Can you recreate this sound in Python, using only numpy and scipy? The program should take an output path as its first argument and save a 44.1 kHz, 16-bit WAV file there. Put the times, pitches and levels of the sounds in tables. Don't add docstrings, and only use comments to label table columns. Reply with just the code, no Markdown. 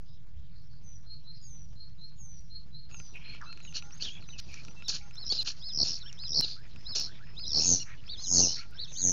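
import sys
import numpy as np
from scipy import signal
from scipy.fft import rfft, irfft, next_fast_len
from scipy.io import wavfile
from scipy.ndimage import uniform_filter1d

SR = 44100
rng = np.random.default_rng(int(sys.argv[2]) if len(sys.argv) > 2 else 0)


def volts_from_db(level):
    exponent = np.asarray(level, float) / 20
    return 10 ** exponent


def log_audio(samples):
    frames = np.atleast_2d(samples).T
    limited = np.clip(frames, -1, 1)
    pcm = np.round(limited * 32767).astype(np.int16)
    wavfile.write(sys.argv[1], SR, pcm)


N = 402191


def evened(x):
    return x / np.sqrt(np.mean(x ** 2) + 1e-20)


def add(mix, start_s, sound):
    part = mix[round(start_s * SR):][:len(sound)]
    part += sound[:len(part)]


def sine(hz):
    return np.sin(2 * np.pi * np.cumsum(hz) / SR)


def wander(n, rate_hz):
    size = next_fast_len(n)
    f = np.fft.rfftfreq(size, 1 / SR)
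    lowpass = (f > 0) / (1 + (f / rate_hz) ** 4)
    return evened(irfft(rfft(rng.standard_normal(size)) * lowpass, size)[:n])


def coloured(points):
    size = next_fast_len(N)
    hz, (f, db) = np.fft.rfftfreq(size, 1 / SR), np.transpose(points)
    gain = volts_from_db(np.interp(np.log(hz + 1), np.log(f), db))
    return evened(irfft(rfft(rng.standard_normal(size)) * gain, size)[:N])


def resonate(x, hz, width_hz):
    turn = np.exp(2j * np.pi * np.cumsum(hz * np.ones(len(x))) / SR)
    r = np.exp(-np.pi * width_hz / SR)
    return 2 * (turn * signal.lfilter([(1 - r) ** 2], [1, -2 * r, r * r], x / turn)).real


def unroll(rows):
    s, *columns = np.transpose(rows)
    t = np.arange(s[0], s[-1], 1 / SR)
    return [np.interp(t, s, c) for c in columns]


def glide(start, end, first_hz, last_hz, db, bulge_hz=0):
    return start, end, first_hz, (first_hz + last_hz) / 2 + bulge_hz, last_hz, db


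def note(row, shake_hz, flutter_db, rate_hz, taper, ratios=(1,), orders_db=(0,), bend=1.55):
    start, end, first, middle, last, db = row
    u = np.linspace(-1, 1, max(round((end - start) * SR), 200))
    hz = middle + (last - first) / 2 * u + ((first + last) / 2 - middle) * abs(u) ** bend
    hz = hz + shake_hz * wander(len(u), rate_hz)
    turns = np.cumsum(hz) / SR
    tone = sum(volts_from_db(o) * np.sin(2 * np.pi * k * turns) for k, o in zip(ratios, orders_db))
    level = np.sqrt(2) * volts_from_db(db + flutter_db * wander(len(u), rate_hz))
    return level * tone * signal.windows.tukey(len(u), np.clip(taper, 0, 1))


def whistle(song, row):
    add(song, row[0], note(row, shake_hz=45, flutter_db=3.2, rate_hz=150, taper=.5))


def husk(start, end, hz, db, width_hz, per_s):
    n = round((end - start) * SR)
    air = rng.standard_normal(n) * volts_from_db(2.0 * wander(n, per_s))
    return volts_from_db(db) * evened(resonate(air, hz, width_hz)) * signal.windows.tukey(n, .6)


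# (pitch [Hz], density [dB per Hz])
RUMBLE_COLOUR = [(12, -29.5), (20, -22), (28, -16), (35, -25), (41, -9), (54, -18.5), (158, -18.5),
                 (247, -45.5), (522, -54), (2380, -71), (4550, -74.5), (6450, -66.5), (7680, -102.5),
                 (9980, -121), (16900, -120)]


def rumble():
    return volts_from_db(-52 + 0.87 * wander(N, 7.2)) * coloured(RUMBLE_COLOUR)


def patchy(x, patchy_db):
    z = signal.stft(x, nperseg=512)[2]
    patches = uniform_filter1d(rng.standard_normal(z.shape), size=12, axis=0)
    patches = evened(uniform_filter1d(patches, size=7, axis=1))
    return signal.istft(z * volts_from_db(patchy_db * patches), nperseg=512)[1][:N]


# (time [s], level [dB])
RUSTLE = [
    (2.89, -63.5),
    (7.5, -64),
    (9.12, -62),
]
# (pitch [Hz], level [dB])
RUSTLE_COLOUR = [(200, 10.5), (500, -0.5), (1400, -2.5), (3000, -4), (5000, -1.5), (7000, -13)]


def rustle():
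    s, db = np.transpose(RUSTLE)
    quiet_db = -72.5
    level_db = np.interp(np.arange(N) / SR, s, db, left=quiet_db) + 2.5 + 1.1 * wander(N, 60)
    return volts_from_db(level_db) * patchy(coloured(RUSTLE_COLOUR), patchy_db=3.5)


# (start [s], end [s], pitch [Hz], level [dB])
BUZZES = [(0.052, 0.174, 5100, -75.5), (0.504, 0.638, 4330, -74), (0.692, 0.795, 4460, -72.5),
          (1.331, 1.485, 4830, -67.5), (2.958, 3.098, 4870, -67.5), (3.19, 3.4, 2400, -60),
          (3.2, 3.4, 3240, -67.5), (3.406, 3.465, 1148, -59), (3.742, 3.79, 2900, -51),
          (3.738, 3.79, 4300, -46), (3.745, 3.79, 5900, -50), (4.109, 4.203, 2600, -62.5),
          (4.029, 4.07, 1810, -65), (4.484, 4.621, 2430, -58), (5.84, 5.911, 2800, -59.5),
          (6.96, 7.01, 2750, -59), (7.596, 7.668, 2704, -57)]


def buzzes(song):
    for start, end, hz, db in BUZZES:
        row = glide(start, end, hz, hz, db)
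        add(song, start, note(row, shake_hz=111, flutter_db=4.5, rate_hz=120, taper=0.17))
        add(song, start, husk(start, end + .02, hz, db, width_hz=750, per_s=150))


# (start [s], end [s], pitch [Hz], level [dB])
HAZE = [(1.34, 1.39, 5250, -67), (6.705, 6.745, 3900, -62), (.98, 1.07, 5800, -72), (1.66, 1.76, 5800, -72),
        (2.42, 2.52, 5780, -71), (3.14, 3.22, 5800, -70), (.06, .2, 3800, -74), (.6, .7, 5400, -74),
        (7.09, 7.21, 3500, -60), (5.591, 5.64, 5000, -54), (5.99, 6.04, 4300, -56), (7.0, 7.105, 4320, -44),
        (7.62, 7.803, 4560, -42.5), (8.163, 8.246, 3500, -59), (8.419, 8.639, 4380, -42),
        (5.33, 5.385, 5050, -41), (8.2, 8.3, 6100, -46), (8.91, 8.985, 6200, -48), (7.62, 7.79, 5350, -40),
        (5.255, 5.3, 4050, -52), (5.335, 5.38, 3900, -50), (5.851, 6.007, 4440, -45.5),
        (3.146, 3.186, 2450, -48), (8.841, 8.862, 5300, -51), (8.861, 8.935, 3750, -54),
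        (5.0, 5.045, 2300, -60), (4.03, 4.06, 5500, -48), (4.0, 4.2, 6500, -62), (9.016, 9.046, 5400, -53),
        (9.033, 9.12, 4300, -56), (9.04, 9.12, 2000, -60)]


def haze(song):
    for row in HAZE:
        add(song, row[0], husk(*row, width_hz=540, per_s=130))


# (time [s], level [dB], pitch [Hz], spread [s])
THUD = (.39, -39, 70, .035)


def thud():
    s, db, hz, spread_s = THUD
    t = np.arange(N) / SR - s
    return volts_from_db(db) * np.exp(-(t / spread_s) ** 2) * np.sin(2 * np.pi * hz * t)


# (start [s], end [s], first pitch [Hz], level [dB])
FALLS = [(0.826, 0.998, 6280, -57.5), (1.4, 1.685, 6950, -56.5), (2.152, 2.444, 6920, -56.5),
         (2.89, 3.16, 6900, -55.5), (3.619, 3.739, 6850, -57.5)]


def falls(song):
    rest_hz, sag_s = 5600, .14
    for start, end, hz, db in FALLS:
        middle, last = rest_hz + (hz - rest_hz) * np.exp(-(end - start) * np.array([.5, 1]) / sag_s)
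        whistle(song, (start, end, hz, middle, last, db))


def chirp(start, end, hz, db, rise):
    t = np.arange(0, end - start, 1 / SR)
    u = t / t[-1]
    pitch = hz * (1 + rise * (np.sin(np.pi * np.minimum(u, .8) * .8) - .8)) + 20 * wander(len(t), 40)
    warble_hz = 110 + 40 * wander(len(t), 25)
    pitch = pitch + warble_hz * sine(270 + 20 * wander(len(t), 20))
    attack = np.minimum(u / 0.32, 1)
    decay = volts_from_db(-38 * np.maximum(u - .45, 0) + 2.8 * wander(len(t), 45))
    return volts_from_db(db + 3.0) * attack * decay * sine(pitch) * signal.windows.tukey(len(t), .1)


# (start [s], end [s], level [dB])
CHIRPS = [(1.053, 1.238, -53), (1.233, 1.425, -54), (1.749, 1.941, -54.5), (1.973, 2.172, -55),
          (2.492, 2.662, -51), (2.708, 2.899, -54), (3.232, 3.392, -50.5), (3.441, 3.618, -52.5)]


def chirps(song):
    pair_hz, pair_rise = (4240, 4170), (.035, .08)
    for k, (start, end, db) in enumerate(CHIRPS):
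        hz = pair_hz[k % 2]
        add(song, start, chirp(start, end, hz, db, pair_rise[k % 2]))
        add(song, start, husk(start, end, hz, db - 15, width_hz=480, per_s=60))


# (start [s], end [s], first pitch [Hz], last pitch [Hz], level [dB])
GLIDES = [(4.836, 4.855, 3500, 4180, -53), (4.851, 4.884, 4200, 3400, -49), (4.825, 4.846, 4950, 5600, -60),
          (4.842, 4.882, 5600, 5200, -57), (5.125, 5.175, 5150, 5320, -58), (5.165, 5.215, 5320, 5100, -56),
          (5.205, 5.27, 5250, 4950, -50), (2.897, 3.002, 2650, 2740, -65), (3.461, 3.514, 1450, 1350, -59),
          (3.669, 3.704, 3060, 2740, -53.5), (3.918, 3.944, 5420, 6270, -52.5),
          (6.055, 6.084, 2740, 3740, -52.5), (6.076, 6.109, 3720, 2600, -54),
          (4.29, 4.316, 4080, 3580, -55), (4.32, 4.36, 3100, 2750, -54.5), (4.32, 4.389, 2750, 2520, -60),
          (6.008, 6.037, 4180, 3500, -47.5), (6.134, 6.202, 5400, 5200, -62.5),
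          (6.323, 6.361, 3550, 4440, -44), (8.418, 8.465, 2900, 2620, -51),
          (8.469, 8.54, 2850, 3090, -53.5), (8.552, 8.68, 1410, 1379, -62), (8.71, 8.775, 1390, 1600, -63),
          (8.933, 8.965, 4760, 5560, -58), (8.948, 8.976, 3020, 3100, -59)]


def glides(song):
    for row in GLIDES:
        whistle(song, glide(*row))


def click(db, hz, wood=0.097):
    t = np.arange(800) / SR
    ring = np.sin(2 * np.pi * hz * t) * np.exp(-t / .0012)
    crack = .38 * rng.standard_normal(len(t)) * np.exp(-t / .002)
    knock = wood * np.sin(2 * np.pi * 1400 * t) * np.exp(-t / 0.014)
    return volts_from_db(db + 2) * (ring + crack + knock)


# (time [s], peak [dB])
CLICKS = [(2.904, -56), (2.9135, -47), (2.9445, -37.5), (3.0002, -38), (3.3483, -40.5), (3.5277, -38),
          (3.5748, -42), (3.6035, -42.5), (3.6506, -41.5), (3.726, -43), (3.8242, -38), (3.908, -46),
          (4.225, -44.5), (4.289, -41.5), (4.395, -40), (4.6834, -39.5), (4.8231, -37.5), (5.11, -43),
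          (5.975, -48), (6.2375, -42), (6.761, -42.5), (7.2716, -47), (7.396, -43.5), (8.04, -49),
          (8.079, -45.5), (8.7344, -52), (8.921, -46)]


def tongue_clicks(song):
    for s, db in CLICKS:
        add(song, s, click(db, 2620))


# (start [s], end [s], first pitch [Hz], last pitch [Hz], level [dB])
SQUAWKS = [(4.005, 4.04, 4420, 4520, -41), (4.055, 4.1, 3500, 2850, -44), (3.995, 4.04, 2500, 3300, -51),
           (4.035, 4.062, 3550, 3700, -42), (4.03, 4.055, 5600, 5450, -47), (8.055, 8.09, 4700, 5500, -58),
           (3.405, 3.44, 1950, 1050, -53), (3.135, 3.19, 2800, 2250, -55), (8.555, 8.635, 1800, 2550, -58),
           (4.2, 4.25, 4450, 4050, -62), (3.6, 3.7, 4200, 3600, -65), (8.74, 8.78, 5020, 5520, -61)]


def squawks(song):
    for row in SQUAWKS:
        add(song, row[0], note(glide(*row), shake_hz=108, flutter_db=5.0, rate_hz=410, taper=0.35))


# (start [s], end [s], pitch [Hz], level [dB])
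RASPS = [(3.15, 3.4, 2550, -58), (6.092, 6.152, 2090, -63.5), (6.62, 6.656, 2100, -61),
         (7.126, 7.188, 2120, -62), (7.26, 7.278, 2000, -61), (7.84, 7.947, 2010, -54),
         (8.552, 8.64, 2270, -57), (8.744, 8.84, 1932, -66.5)]


def rasps(song):
    for start, end, hz, db in RASPS:
        add(song, start, husk(start - .02, end + 0.0057, hz, db + 0.5, width_hz=1000, per_s=130))


# (time [s], peak [dB])
TICKS = [(3.4151, -45), (3.575, -52), (3.651, -50), (4.3944, -42), (4.5422, -31.5), (4.65, -35),
         (5.156, -39), (5.46, -36), (5.689, -41), (6.128, -35), (6.19, -42)]


def beak_ticks(song):
    for s, db in TICKS:
        add(song, s, click(db - 1.5, 5760, wood=0))


# (start [s], end [s], pitch [Hz], level [dB])
PIPES = [(3.43, 3.503, 6070, -66), (3.454, 3.526, 2624, -58), (3.793, 3.873, 5860, -58.5),
         (3.824, 3.915, 808, -60.5), (3.83, 3.902, 1390, -66.5), (3.818, 3.93, 6220, -66),
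         (3.938, 3.962, 6350, -55), (3.972, 3.988, 6300, -57), (7.215, 7.39, 5150, -66),
         (4.262, 4.362, 5980, -56), (4.4, 4.48, 5800, -65), (4.422, 4.45, 4830, -64),
         (4.669, 4.737, 5820, -58.5), (4.74, 4.814, 6100, -69.5), (4.753, 4.827, 2645, -58),
         (4.982, 5.044, 5520, -68), (4.998, 5.108, 806, -62.5), (5.011, 5.127, 6270, -66.5),
         (5.015, 5.085, 1385, -66), (5.616, 5.78, 5020, -43.5), (6.013, 6.117, 5390, -54.5),
         (6.186, 6.299, 4980, -44.5), (6.61, 6.658, 5060, -69), (6.765, 6.88, 5140, -63),
         (6.849, 6.99, 5040, -44), (7.373, 7.47, 4950, -45.5), (8.162, 8.263, 5030, -50.5),
         (8.869, 8.897, 2610, -64)]


def pipes(song):
    for start, end, hz, db in PIPES:
        row = glide(start, end, hz, hz, db, hz / 80)
        add(song, start, note(row, shake_hz=hz / 170, flutter_db=2.2, rate_hz=60, taper=.5))


def effort(start, peak, end, db, fall_db):
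    onset_db = 21
    return [(start, db - onset_db), ((start + peak) / 2, db - 0.31 * onset_db), (peak, db),
            ((peak + end) / 2, db - 0.34 * fall_db), (end, db - fall_db)]


# (pitch [Hz], width [Hz], level [dB])
CHEST = [(1820, 840, -2), (2800, 1340, 3)]
THROAT = [(3550, 310, -6.5), (4400, 560, 3.5), (4990, 180, 0)]
BEAK = [(5594, 1220, 4.3), (6680, 290, 1)]


def screech(rows, chest_db, beak_db):
    effort_db, = unroll(rows)
    parts = []
    for tract in (CHEST, THROAT, BEAK):
        air = rng.standard_normal(len(effort_db)) * volts_from_db(2.8 * wander(len(effort_db), 90))
        part = 0
        for hz, width_hz, db in tract:
            once = resonate(air, hz, 1.8 * width_hz)
            part = part + volts_from_db(db) * resonate(once, hz, 1.8 * width_hz)
        parts.append(evened(part))
    mix = volts_from_db(chest_db) * parts[0] + parts[1] + volts_from_db(beak_db) * parts[2]
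    return volts_from_db(effort_db) * mix * signal.windows.tukey(len(mix), .04)


# (start [s], peak [s], end [s], peak effort [dB], fall to the end [dB])
FULL_SCREECHES = [(3.735, 3.765, 3.793, -40, 13), (3.995, 4.025, 4.125, -43, 20),
                  (4.375, 4.4, 4.405, -41.5, 18), (4.44, 4.52, 4.69, -57.5, 8.5),
                  (4.9, 4.952, 5.005, -37.5, 31), (5.445, 5.482, 5.53, -35, 19), (5.55, 5.58, 5.6, -58, 5)]
BRIGHT_SCREECHES = [(4.879, 4.886, 4.925, -31.5, 9.3), (5.82, 5.855, 6.0, -38, 22),
                    (6.947, 6.953, 7.09, -31, 35), (7.5, 7.62, 7.84, -40, 11),
                    (8.32, 8.41, 8.64, -41.5, 20)]
NARROW_SCREECHES = [(5.315, 5.324, 5.338, -29, 5), (5.32, 5.35, 5.39, -35, 7),
                    (5.395, 5.42, 5.432, -35.5, 1.8), (6.405, 6.435, 6.47, -36.5, 2.6),
                    (6.45, 6.48, 6.6, -38, 26)]


def screeches(song):
    for table, chest_db, beak_db in ((FULL_SCREECHES, -7, -1.5), (BRIGHT_SCREECHES, -15, -1),
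                                     (NARROW_SCREECHES, -20, -14.5)):
        for row in table:
            add(song, row[0], screech(effort(*row), chest_db, beak_db))


def rattle(rows, per_s, sweep_hz, duty, echo_db, breath_db, twin_hz=253, twin_late=.42, snap=1.0):
    db, hz = unroll(rows)
    n = len(db)
    beat = np.cumsum(per_s * (1 + .008 * wander(n, 30))) / SR
    air = resonate(resonate(rng.standard_normal(n), hz, 1200), hz, 1200)
    out = volts_from_db(breath_db) * evened(air)
    for late, lift_hz, pip_db in ((0, 0, 0), (twin_late, twin_hz, echo_db)):
        u = ((beat - late) % 1 - .5) / duty
        pitch = hz + lift_hz + sweep_hz * np.clip(u, -1, 1) + 70 * wander(n, 60)
        level = volts_from_db(pip_db + 1.2 * wander(n, 50))
        shape = np.exp(-4 * (u * np.where(u < 0, snap, 1 / snap)) ** 2)
        out = out + level * shape * sine(pitch) * 3
    swell_in = np.minimum(beat / 2.2, 1)
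    close = np.minimum((beat[-1] - beat) / .3, 1)
    return volts_from_db(db) * evened(out) * swell_in * close


# (start [s], end [s], pitch [Hz], level [dB], pips [1/s])
TRILL = (4.068, 4.192, 3330, -49, 64)


def trill(song):
    start, end, hz, db, per_s = TRILL
    rows = [(start, db, hz), (end, db - 5, hz)]
    add(song, start, rattle(rows, per_s, sweep_hz=60, duty=.5, echo_db=-18, breath_db=-16))


# (start [s], end [s], top pitch [Hz], level [dB])
ARCHES = [(5.157, 5.257, 4460, -47), (5.606, 5.73, 4500, -46), (6.167, 6.292, 4520, -46.5),
          (6.843, 6.957, 4560, -43.5), (7.329, 7.372, 2620, -66.5), (7.352, 7.476, 4540, -46),
          (7.43, 7.528, 4170, -46), (7.449, 7.504, 4850, -50), (7.967, 8.012, 2980, -62),
          (8.074, 8.173, 3960, -45), (8.088, 8.152, 4585, -42), (8.159, 8.283, 4540, -46),
          (8.26, 8.294, 3080, -59), (8.766, 8.873, 4100, -44.5), (8.783, 8.851, 4590, -41),
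          (8.945, 9.05, 4230, -46), (8.962, 9.03, 4750, -46.5), (8.485, 8.535, 6250, -45.5)]


def arches(song):
    for start, end, hz, db in ARCHES:
        foot_hz = hz * (1 - 8.6 * (end - start) ** 1.5)
        whistle(song, (start, end, foot_hz, hz, 1.01 * foot_hz, db - 1.0))


def swell(start, peak, end, db, hz, rise_db_per_s, fall_db_per_s):
    first_db = db - rise_db_per_s * (peak - start)
    last_db = db - fall_db_per_s * (end - peak)
    return [(start, first_db, hz), (peak, db, hz), (end, last_db, hz)]


def held(rows):
    db, _ = unroll(rows)
    hz = 5030 + 60 * wander(len(db), 73)
    level = volts_from_db(db - 4 + 3 * wander(len(db), 90))
    return level * sine(hz) * signal.windows.tukey(len(db), .1)


# (start [s], peak [s], end [s], peak [dB], pips [1/s])
MID_RATTLE = [(5.246, 5.283, 5.3, -37, 73), (5.7155, 5.831, 5.841, -28, 76), (5.8426, 5.893, 5.98, -34, 84),
              (6.2625, 6.416, 6.411, -26, 78), (6.951, 6.985, 7.07, -33.5, 76),
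              (7.448, 7.6, 7.66, -27, 77.1), (8.2417, 8.406, 8.42, -28, 76.3),
              (8.403, 8.469, 8.6, -31.5, 81)]


def mid_rattles(song):
    for *row, per_s in MID_RATTLE:
        rows = swell(*row, hz=5447, rise_db_per_s=108.5, fall_db_per_s=130)
        add(song, row[0], rattle(rows, per_s, sweep_hz=450, duty=.24, echo_db=-15, breath_db=-19))
        add(song, row[0], held(rows))


# (start [s], end [s], first pitch [Hz], last pitch [Hz], level [dB])
SQUEAKS = [(5.298, 5.328, 4250, 4350, -27), (5.385, 5.414, 4000, 3750, -32), (6.42, 6.452, 4000, 3720, -33),
           (7.797, 7.835, 4150, 4050, -47)]
# (overtone numbers, number at the listed pitch, levels [dB])
SQUEAK_ORDERS = [([1, 2, 3, 4, 5, 6], 4, [-36, -38, -18, 0, -28, -25]), ([5, 7, 10, 12],
                 7, [-18, 0, -24, -26]), ([5, 7, 10], 7, [-17, 0, -25]), ([1, 2, 3, 4, 5],
                 3, [-28, -4, 0, 7, -12])]


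def squeaks(song):
    for row, (overtones, listed, orders_db) in zip(SQUEAKS, SQUEAK_ORDERS):
        ratios = np.divide(overtones, listed)
        add(song, row[0], note(glide(*row, bulge_hz=250), shake_hz=28, flutter_db=0.61, rate_hz=64,
                               taper=0.23, ratios=ratios, orders_db=orders_db))


# (start [s], peak [s], end [s], peak [dB])
LOW_RATTLE = [(5.769, 5.825, 5.841, -25), (6.3276, 6.375, 6.411, -26), (7.514, 7.563, 7.635, -26.5),
              (8.3228, 8.395, 8.415, -26.5)]


def low_rattles(song):
    for row in LOW_RATTLE:
        rows = swell(*row, hz=4457, rise_db_per_s=178, fall_db_per_s=159)
        add(song, row[0], rattle(rows, per_s=71, sweep_hz=450, duty=.36, echo_db=-20, breath_db=-17))


# (start [s], end [s], level [dB])
RISES = [(6.015, 6.093, -62.5), (6.557, 6.632, -62), (7.058, 7.14, -63), (7.184, 7.264, -62.5)]


def rises(song):
    from_hz, hz_per_s = 1340, 8000
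    for start, end, db in RISES:
        row = glide(start, end, from_hz, from_hz + hz_per_s * (end - start), db - 1.5, -120)
        add(song, start, note(row, shake_hz=60, flutter_db=4.5, rate_hz=200, taper=.6))


def climb(start, turn, release, end, db):
    from_hz, top_hz, sink_hz_per_s, sunk_hz = 6050, 6400, 6500, 5880
    growth_db, rise_db_per_s, fall_db_per_s = 2, 229, 268.5
    release_hz, end_hz = [max(top_hz - sink_hz_per_s * (s - turn), sunk_hz) for s in (release, end)]
    turn_db = db - growth_db
    return [(start, turn_db - rise_db_per_s * (turn - start), from_hz), (turn, turn_db, top_hz),
            (release, db, release_hz), (end, db - fall_db_per_s * (end - release), end_hz)]


# (start [s], turn [s], release [s], end [s], level [dB])
HIGH_RATTLE = [(7.5955, 7.675, 7.735, 7.795, -22.5), (8.1537, 8.332, 8.445, 8.62, -22.5),
               (8.847, 9.045, 9.1, 9.12, -23.5)]


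def high_rattles(song):
    for row, per_s in zip(HIGH_RATTLE, (88.7, 90, 90.5)):
        add(song, row[0], rattle(climb(*row), per_s, sweep_hz=380, duty=.23, echo_db=-6.5,
                                 breath_db=-16, twin_hz=420, twin_late=.38, snap=1.4))


CUTS = [3.7903, 4.4004, 5.4306]


def box(x):
    t = np.arange(12000) / SR
    echoes = rng.standard_normal(len(t)) * (rng.random(len(t)) < .08)
    tail = echoes * (volts_from_db(-60 * t / .07) + volts_from_db(-10.5 - 60 * t / .35))
    tail = tail / np.linalg.norm(tail)
    parts = np.split(x, np.round(np.multiply(CUTS, SR)).astype(int))
    return np.concatenate([signal.oaconvolve(p, tail)[:len(p)] for p in parts])


def scene():
    song = np.zeros(N)
    for source in (buzzes, haze, falls, chirps, glides, tongue_clicks, squawks, rasps, beak_ticks, pipes,
                   screeches, trill, arches, mid_rattles, squeaks, low_rattles, rises, high_rattles):
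        source(song)
    walls = volts_from_db(-10) * box(song)
    return (song + walls + rustle() + rumble() + thud())[None]


# (time [s], peak [dB])
FAINT_SKIPS = [(0.0494, -79), (0.2694, -75), (0.6195, -73), (0.8394, -72), (1.2394, -78), (2.4104, -69)]
SKIPS = [(3.0305, -68), (3.1602, -58), (3.7903, -60), (4.2602, -69), (4.4004, -47), (4.5206, -57),
         (4.8803, -46), (5.1502, -56), (5.4306, -48), (5.8406, -56), (5.9404, -58), (6.1305, -60),
         (6.4103, -27), (6.6004, -64), (6.9506, -52), (7.0005, -37), (7.0504, -66), (8.7106, -56),
         (8.9805, -48), (9.1185, -40)]


def skips(out):
    for table, lift_db in ((FAINT_SKIPS, 18.5), (SKIPS, 12)):
        for s, db in table:
            add(out, s, volts_from_db(db + lift_db) * np.array([1, .5]))


def roll_off(x):
    return signal.sosfilt(signal.butter(12, 15800, fs=SR, output="sos"), x)


def record(dry):
    buzz_band = signal.butter(3, [70, 850], "bandpass", fs=SR, output="sos")
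    beat = signal.sosfilt(buzz_band, abs(dry) ** 1.65)
    band_limit = signal.firwin(101, 7500, window=("kaiser", 8), fs=SR)[None]
    out = signal.oaconvolve(dry - 1.55 * beat, band_limit, "same")
    overtone_band = signal.butter(2, [7600, 11500], "bandpass", fs=SR, output="sos")
    out += 0.006 * signal.sosfilt(overtone_band, out ** 2)
    skips(out[0])
    return roll_off(out + .0205)


dry = scene()
out = record(dry)
log_audio(out)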